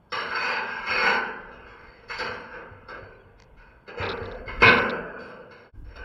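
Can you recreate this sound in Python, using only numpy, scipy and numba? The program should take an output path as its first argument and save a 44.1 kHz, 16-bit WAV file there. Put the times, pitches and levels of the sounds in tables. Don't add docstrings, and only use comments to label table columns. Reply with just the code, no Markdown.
import sys
import numpy as np
from numba import njit
from scipy import signal
from scipy.fft import rfft, irfft
from scipy.io import wavfile
from scipy.ndimage import uniform_filter1d, minimum_filter1d, map_coordinates

SR = 44100
rng = np.random.default_rng(int(sys.argv[2]) if len(sys.argv) > 2 else 0)


def boost_factor(decibels):
    exponent = np.asarray(decibels, float) / 20
    return 10 ** exponent


def file_out(sig):
    cols = np.atleast_2d(sig).T
    lim = np.clip(cols, -1, 1)
    pcm = np.round(lim * 32767).astype(np.int16)
    wavfile.write(sys.argv[1], SR, pcm)


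N = 266540

# t/s, level/dB
WIND = [(0.0, -67), (0.89, -64), (0.96, -54), (1.14, -62), (1.39, -53), (3.95, -60), (4.02, -47),
        (4.29, -50), (4.64, -46), (5.7, -65.5), (5.74, -45), (6.04, -44)]
# f/Hz, density/dB
AIR = [(59, -27), (100, -6.5), (147, -13.5), (190, -14), (271, -22), (791, -25), (945, -21.5), (1850, -43),
       (3500, -43.5), (4550, -88.5), (7700, -120)]
# from f/Hz, to f/Hz, mode count, t60/s, scrape roughness/dB, lift of strongest modes/dB
PARTS = [
    (70, 140, 6, .5, .6, 1.5),
    (160, 750, 50, 1.1, 1.2, 5),
    (750, 1750, 90, .85, 3., 6),
    (1750, 3200, 150, .6, 3.5, 7),
    (3200, 5800, 90, .35, 2.5, 10),
    (8400, 15700, 140, .15, 2., -25),
]
# wind excitation level/dB, far-panel return level/dB, return t60/s
FAR = [(-70.5, -6, 2.3), (-76, -7, 2.46), (-65.5, -10.5, 2.15), (-75, -22.5, 5), (-83.5, -25.5, 1.8),
       (-104, -22, 0.73)]
# f/Hz, density/dB
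PANEL_COLOUR = [(41, -47), (70, -24.5), (103, -8), (151, -11.5), (240, -12.5), (305, -21.5), (462, -2.5),
                (578, -11.5), (890, -12), (1060, -13.5), (1130, -18), (1580, -3.5), (1740, -8),
                (2250, -14.5), (3200, -13), (4160, -51), (7040, -120)]
# f/Hz, density/dB
WELD_COLOUR = [(1880, -35), (3200, 2.5), (3440, -16), (4020, -9), (4200, 2), (4320, -8.5), (4560, 8),
               (5110, -15), (5260, -7.5), (5550, 5), (5800, -5.5), (7540, -47), (12800, -120)]
# f/Hz, level/dB
STRONG_MODES = [(96.9, -52), (242.2, -42.5), (355.3, -48), (457.6, -45), (640.6, -49), (678.3, -47),
                (904.4, -28.5), (985.1, -62), (1163, -26.5), (1335, -30.5), (1604, -42), (1782, -44.5),
                (1922, -48.5), (2078, -87), (2186, -41.5), (2519, -43), (2880, -52), (3289, -70),
                (3321, -52.5), (3580, -74.5), (3623, -60), (3736, -74.5), (3784, -60), (3941, -70.5),
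                (4156, -60.5), (4420, -91), (4474, -51), (4888, -61), (5173, -63), (5453, -52.5)]
# f/Hz, width/Hz, level/dB
THIN_GROUPS = [(6100, 39, 1), (5700, 50, -15), (6870, 100, -11), (6890, 120, -13.5), (6980, 240, -2.5),
               (7030, 350, -30), (7660, 52, -18), (8900, 130, -7.5), (9620, 47, -14.5), (10400, 170, -14),
               (11100, 120, -16.5), (11600, 100, -24.5)]
# start t/s, length/s, rods level/dB, frame re rods/dB, welds re rods/dB
SCRAPES = [(0.125, 0.052, -26, -6.5, -9), (0.856, 0.052, -26.5, -5, -9.5), (1.659, 0.02, -47.5, -21.5, -11),
           (2.077, 0.045, -32.5, -17.5, -8), (2.17, 0.03, -23.5, -7, -13), (2.504, 0.017, -35.5, -3, -22),
           (2.872, 0.023, -38.5, -0.5, -18), (3.563, 0.021, -46.5, -11, -17), (3.86, 0.12, -40, -4, -28),
           (3.962, 0.027, -32, -1.5, -12.5), (3.994, 0.037, -28, -0.5, -26.5),
           (4.453, 0.089, -39.5, -5.5, -14.5), (4.598, 0.061, -17, -2, -16), (5.18, 0.058, -47.5, -9, -5.5),
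           (5.51, 0.052, -49, -9, -12.5), (5.836, 0.15, -51.5, 1.5, -13), (5.966, .08, -37, -4.5, -25.5)]
# middle t/s, length/s, rods level/dB, frame re rods/dB, welds re rods/dB
DRAGS = [(.33, 0.15, -26, -11.5, -16.5), (0.47, 0.3, -24, -11, -11), (0.74, 0.48, -33, -13.5, -14.5),
         (1.016, 0.36, -19.5, -10.5, -11), (1.242, .12, -34.5, -6.5, -17), (1.534, 0.059, -49.5, -4, -11),
         (1.914, 0.79, -53.5, -0.5, -9.5), (3.7, 0.17, -54.5, -1.5, -27), (4.244, 0.35, -40, 4.5, -16),
         (4.8, 0.41, -26.5, -4.5, -26), (3.385, 0.036, -56.5, -6, -6.5)]
# t/s, rods level/dB, frame re rods/dB, welds re rods/dB
BLOWS = [(0.125, -17, -15, -13.5), (2.1, -20.5, -18, -19.5), (2.189, -24.5, -9.5, -5),
         (2.889, -31, -12.5, -15.5), (3.881, -30.5, -5.5, -16), (3.977, -33.5, 2, -21),
         (4.009, -20, -12, -21.5), (4.482, -25, -9.5, -24), (4.624, -1.5, -8, -17.5), (5.193, -55, -8, 1.5),
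         (5.512, -38.5, -15, -15.5), (5.96, -35, -3.5, -8)]
# t/s, level/dB
BUMPS = [(0.3, -51), (0.907, -41), (1.106, -46), (2.301, -41), (2.723, -39.5), (3.036, -41), (3.266, -49),
         (4.012, -27), (4.227, -31.5), (4.48, -36), (4.633, -25), (4.709, -28), (4.899, -48), (5.75, -38),
         (5.838, -36.5)]
# f/Hz, level/dB, t60/s
STAND_MODES = [(82, -6, .2), (96, 2.5, 0.43), (119, -9, 0.23)]
# t/s, length/s, from f/Hz, to f/Hz, level/dB
CHIRPS = [
    (3.135, .045, 4080, 4000, -72),
    (3.19, .04, 3380, 3250, -67),
    (3.222, .04, 3120, 2800, -69),
]
# t/s, level/dB
JOINT_CLICKS = [
    (3.401, -47.5),
    (3.4224, -47),
    (3.436, -58),
    (3.4425, -63),
]
# f/Hz, level/dB, t60/s
JOINT_MODES = [(1030, -1, 0.017), (2080, 0.5, 0.013), (3280, -13, .01), (4680, 0.5, 0.0083),
               (5700, 10, 0.0041), (6500, 0, 0.0068)]
# t/s, level/dB, length/s
BUZZ_RUNS = [(4.028, -28.5, 0.016), (4.054, -30.5, 0.02), (4.0897, -25.5, 0.02), (4.116, -27, 0.016),
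             (4.174, -41, 0.0085), (4.232, -44.5, 0.006), (4.256, -34, 0.0085), (4.315, -34.5, 0.011),
             (4.348, -46.5, 0.01), (4.6315, -17.5, 0.046), (4.67, -23.5, 0.099), (4.676, -13.5, 0.023),
             (4.712, -28, 0.05), (4.768, -26, 0.027), (4.8194, -36.5, 0.014), (4.8966, -27, 0.015)]
# t/s, gain
FADE = [
    (5.665, 1),
    (5.712, 0.045),
    (5.722, 0),
    (5.76, 0.85),
]

CUT_S = 5.716


def track(points):
    t_s, value = np.array(points, float).T
    return np.interp(np.arange(N) / SR, t_s, value)


def shape(points, hz):
    at_hz, db = np.array(points, float).T
    return np.interp(np.log(hz), np.log(at_hz), db)


def coloured(points):
    gain = boost_factor(shape(points, np.fft.rfftfreq(N, 1 / SR) + 1))
    noise = irfft(rfft(rng.standard_normal(N)) * gain, N)
    return noise / noise.std()


def passband(x, lo_hz, hi_hz):
    sos = signal.butter(3, [lo_hz, min(hi_hz, .45 * SR)], "band", fs=SR, output="sos")
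    return signal.sosfilt(sos, x)


def ticks(times_s, sizes):
    x = np.full(N, 1e-18)
    np.add.at(x, np.minimum((np.asarray(times_s) * SR).astype(int), N - 1), sizes)
    return x


def decaying(x, tau_s):
    return signal.lfilter([1], [1, -np.exp(-1 / (tau_s * SR))], x)


@njit(fastmath=True)
def ring(force, hz, t60, gain, stop):
    pole = np.exp((2j * np.pi * hz - np.log(1000) / t60) / SR)
    c, s = pole.real.copy(), pole.imag.copy()
    re, im, out = 0 * hz, 0 * hz, 0 * force
    for i in range(len(force)):
        if i == stop:
            re, im = 0 * hz, 0 * hz
        total = 0.
        for k in range(len(hz)):
            turned = re[k] * c[k] - im[k] * s[k] + force[i]
            im[k] = re[k] * s[k] + im[k] * c[k]
            re[k] = turned
            total += gain[k] * im[k]
        out[i] = total
    return out


def knocks(times_s, sizes, modes, lo_hz, hi_hz):
    hz, db, t60 = np.array(modes, float).T
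    return ring(passband(ticks(times_s, sizes), lo_hz, hi_hz), hz, t60, boost_factor(db), -1)


def outdoors():
    gust_db, gust_hz, air_db = 5, 9.8, -71.5
    wind = coloured([(10, -35.5), (25, 5.0), (60, 8.0), (120, -30.0), (300, -15.0), (1000, -61)])
    gusts = np.interp(np.arange(N) / SR * gust_hz, np.arange(200), rng.standard_normal(200))
    return boost_factor(track(WIND) + gust_db * gusts) * wind + boost_factor(air_db + 12.5) * coloured(AIR)


def fading(x, t60_s):
    keep = np.exp(-2 * np.log(1000) / (t60_s * SR))
    shots = np.split(x, [int(CUT_S * SR)])
    return np.concatenate([signal.lfilter([1 - keep], [1, -keep], shot) for shot in shots])


def strokes():
    attack_s, release_s = 0.0073, 0.042
    stand_re_frame_db, short_rods_db, short_rods_weld_share = -18.5, 2.5, 0.54
    t = np.arange(0, N, 32)[:, None] / SR
    start_s, length_s = np.array(SCRAPES).T[:2]
    release = np.exp(-np.maximum(t - start_s - length_s, 0) / release_s)
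    sudden = np.clip((t - start_s) / attack_s, 0, 1) ** 2 * release
    middle_s, length_s = np.array(DRAGS).T[:2]
    slow = np.cos(np.pi * np.clip((t - middle_s) / length_s, -.5, .5)) ** 2
    rods, frame, welds = np.array(SCRAPES + DRAGS).T[2:]
    short_rods = short_rods_db + short_rods_weld_share * welds
    db = rods + np.array([frame + stand_re_frame_db, frame, 0 * rods, short_rods, welds, welds])
    power = boost_factor(2 * db) @ np.c_[sudden, slow].T
    return [np.interp(np.arange(N) / SR, t[:, 0], part) for part in power]


def wandering(width_hz, patchy_db, hold_s=.12):
    hz, t, z = signal.stft(rng.standard_normal(N), SR, nperseg=2048)
    field = rng.standard_normal((400, 200))
    at = np.meshgrid(np.minimum(hz / width_hz, 399), np.minimum(t / hold_s, 199), indexing="ij")
    patches = boost_factor(patchy_db * map_coordinates(field, at, order=1))
    noise = signal.istft(z * patches, SR, nperseg=2048)[1][:N]
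    return noise / noise.std()


def part_modes(lo_hz, hi_hz, count, t60_s, lift_db):
    step = np.log(hi_hz / lo_hz) / count
    place = np.arange(count) + .5 + 0.381 * rng.standard_normal(count)
    hz = lo_hz * np.exp(step * place)
    t60 = t60_s * (hz / (0.59 * lo_hz)) ** -.4 * np.exp(0.21 * rng.standard_normal(count))
    if lo_hz > 6000:
        middle_hz, width_hz, more_db = np.repeat(THIN_GROUPS, 4, axis=0).T
        more_hz = middle_hz + .5 * width_hz * rng.standard_normal(len(middle_hz))
        more_t60 = np.full(len(more_hz), 0.18)
        db = np.full(count, float(lift_db))
    else:
        db = shape(WELD_COLOUR if lo_hz > 3000 else PANEL_COLOUR, hz) + 10 * np.log10(hz)
        more_hz, more_db = np.array([m for m in STRONG_MODES if lo_hz < m[0] < hi_hz], float).T
        more_db = more_db + lift_db + np.median(db) - np.median(more_db)
        more_t60 = np.full(len(more_hz), 0.43 * t60_s)
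    hz, db, t60 = np.r_[hz, more_hz], np.r_[db, more_db], np.r_[t60, more_t60]
    share = boost_factor(db) / np.sqrt(np.sum(boost_factor(db) ** 2))
    sign = rng.choice([-1., 1.], len(hz))
    return hz, t60, share * np.sqrt(4 * np.log(1000) / t60 / SR) * sign


def panel():
    scrape_db, blow_db, thin_db = -2.0, -9.5, -23
    lull_s, contact_s, lead_s, frame_lag_s = 0.0071, 0.01, .006, 0.032
    fine, coarse = (rng.exponential(size=N // n + 1).repeat(n)[:N] for n in (40, 500))
    slips = np.minimum(fine + 0.65 * coarse, 5)
    blow_s, rods_db, frame_db, welds_db = np.array(BLOWS, float).T
    blow_s = blow_s - lead_s
    lull = np.convolve(ticks(blow_s - lull_s, 1.), np.ones(int((lull_s + .008) * SR)))[:N] > .5
    blow_re_rods_db = (frame_db - 3.5, frame_db, -2.5, -5., welds_db + 3.5, welds_db + 7.0)
    out, pushed = 0, strokes()
    for k, (lo_hz, hi_hz, count, t60_s, rough_db, lift_db) in enumerate(PARTS):
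        wind_db, back_db, back_s = FAR[k]
        loss = 2 * np.log(1000) / t60_s
        fed = fading(pushed[k], 2 * np.log(1000) * frame_lag_s) if k < 2 else pushed[k]
        fed = fed + boost_factor(2 * back_db) * fading(fed, back_s) + boost_factor(2 * wind_db)
        fed = fed * np.where(lull, .05, 1)
        rough = boost_factor(rough_db * slips)
        scrape = boost_factor(scrape_db) * np.sqrt(fed) * rough / np.sqrt(np.mean(rough ** 2))
        hits = decaying(ticks(blow_s, boost_factor(rods_db + blow_re_rods_db[k] + blow_db)), contact_s)
        force = scrape + hits * np.sqrt(2 / (contact_s * loss))
        force = force * wandering(40 + lo_hz / 12, 2.5 if k < 2 else 4.5)
        rung = ring(force, *part_modes(lo_hz, hi_hz, int(count), t60_s, lift_db), int(CUT_S * SR))
        if k == 5:
            out = out + boost_factor(thin_db) * passband(rung, 4000, hi_hz)
        else:
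            rung = passband(rung, 1.12 * lo_hz, 0.94 * hi_hz)
            out = out + passband(rung, 0.49 * lo_hz, 0.97 * hi_hz)
    return out


def jolts(lead_s=0.014):
    bump_s, db = np.array(BUMPS).T
    return knocks(bump_s - lead_s, boost_factor(db - 4), STAND_MODES, 51, 250)


def bird():
    out = np.zeros(N)
    for start_s, length_s, from_hz, to_hz, db in CHIRPS:
        n, i = int(length_s * SR), int(start_s * SR)
        phase = 2 * np.pi * np.cumsum(np.linspace(from_hz, to_hz, n)) / SR
        out[i:i + n] += boost_factor(db) * np.hanning(n) * np.sin(phase)
    return out


def plier_joint():
    click_s, db = np.array(JOINT_CLICKS, float).T
    return knocks(click_s, boost_factor(db + 1.0), JOINT_MODES, 700, 4700)


def buzz():
    rate_hz, jitter, scatter_db, spray_db, spray_tau_s = 225., 0.2, 2.0, -61.5, 0.093
    times_s, sizes = [], []
    for start_s, db, length_s in BUZZ_RUNS:
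        gaps = 1 + jitter * rng.standard_normal(15)
        at_s = np.r_[0, np.cumsum(gaps)] / rate_hz
        level = boost_factor(db - 5.5 + scatter_db * rng.standard_normal(16))
        times_s += list(start_s + at_s)
        sizes += list(level * np.clip((length_s - at_s) * rate_hz, 0, 1))
    spray = decaying(ticks(times_s, sizes), spray_tau_s) * rng.standard_normal(N)
    modes = [(3750, 2.5, 0.0069), (4010, 1, 0.0056), (5100, -3.5, 0.0041)]  # f/Hz, level/dB, t60/s
    return boost_factor(spray_db) * passband(spray, 6200, 15500) + knocks(times_s, sizes, modes, 3200, 5150)


def limit(x):
    gain = minimum_filter1d(np.minimum(.72 / (np.abs(x) + 1e-9), 1), size=801, axis=1)
    return x * uniform_filter1d(gain, size=801, axis=1)


def thin_out(x):
    lo_hz, under_db, near_db = 3200, -41.0, -3.5
    hz, _, z = signal.stft(x, SR, nperseg=2048)
    power = uniform_filter1d(np.abs(z) ** 2, size=2, axis=1)
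    middle = power[:, (hz > 700) & (hz < lo_hz)].mean(axis=1, keepdims=True)
    slope = np.clip((hz[:, None] - lo_hz) / 1500, .25, 1)
    near = uniform_filter1d(power, size=40, axis=1) * boost_factor(2 * near_db) * slope
    under_middle = (power < middle * boost_factor(2 * under_db)) & (hz < 5800)[:, None]
    weak = (under_middle | (power < near)) & (hz > lo_hz)[:, None]
    return signal.istft(z * np.where(weak, boost_factor(-20), 1), SR, nperseg=2048)[1][:, :N]


def scene():
    return (outdoors() + panel() + jolts() + bird() + plier_joint() + buzz())[None]


def top_cut(x):
    return signal.sosfilt(signal.butter(12, 15850, fs=SR, output="sos"), x)


def record(dry):
    hiss = boost_factor(-86.5) * passband(rng.standard_normal(N), 3300, 15500)
    mix = thin_out(limit(dry + hiss)) * track(FADE)
    return top_cut(mix)


dry = scene()
out = record(dry)
file_out(out)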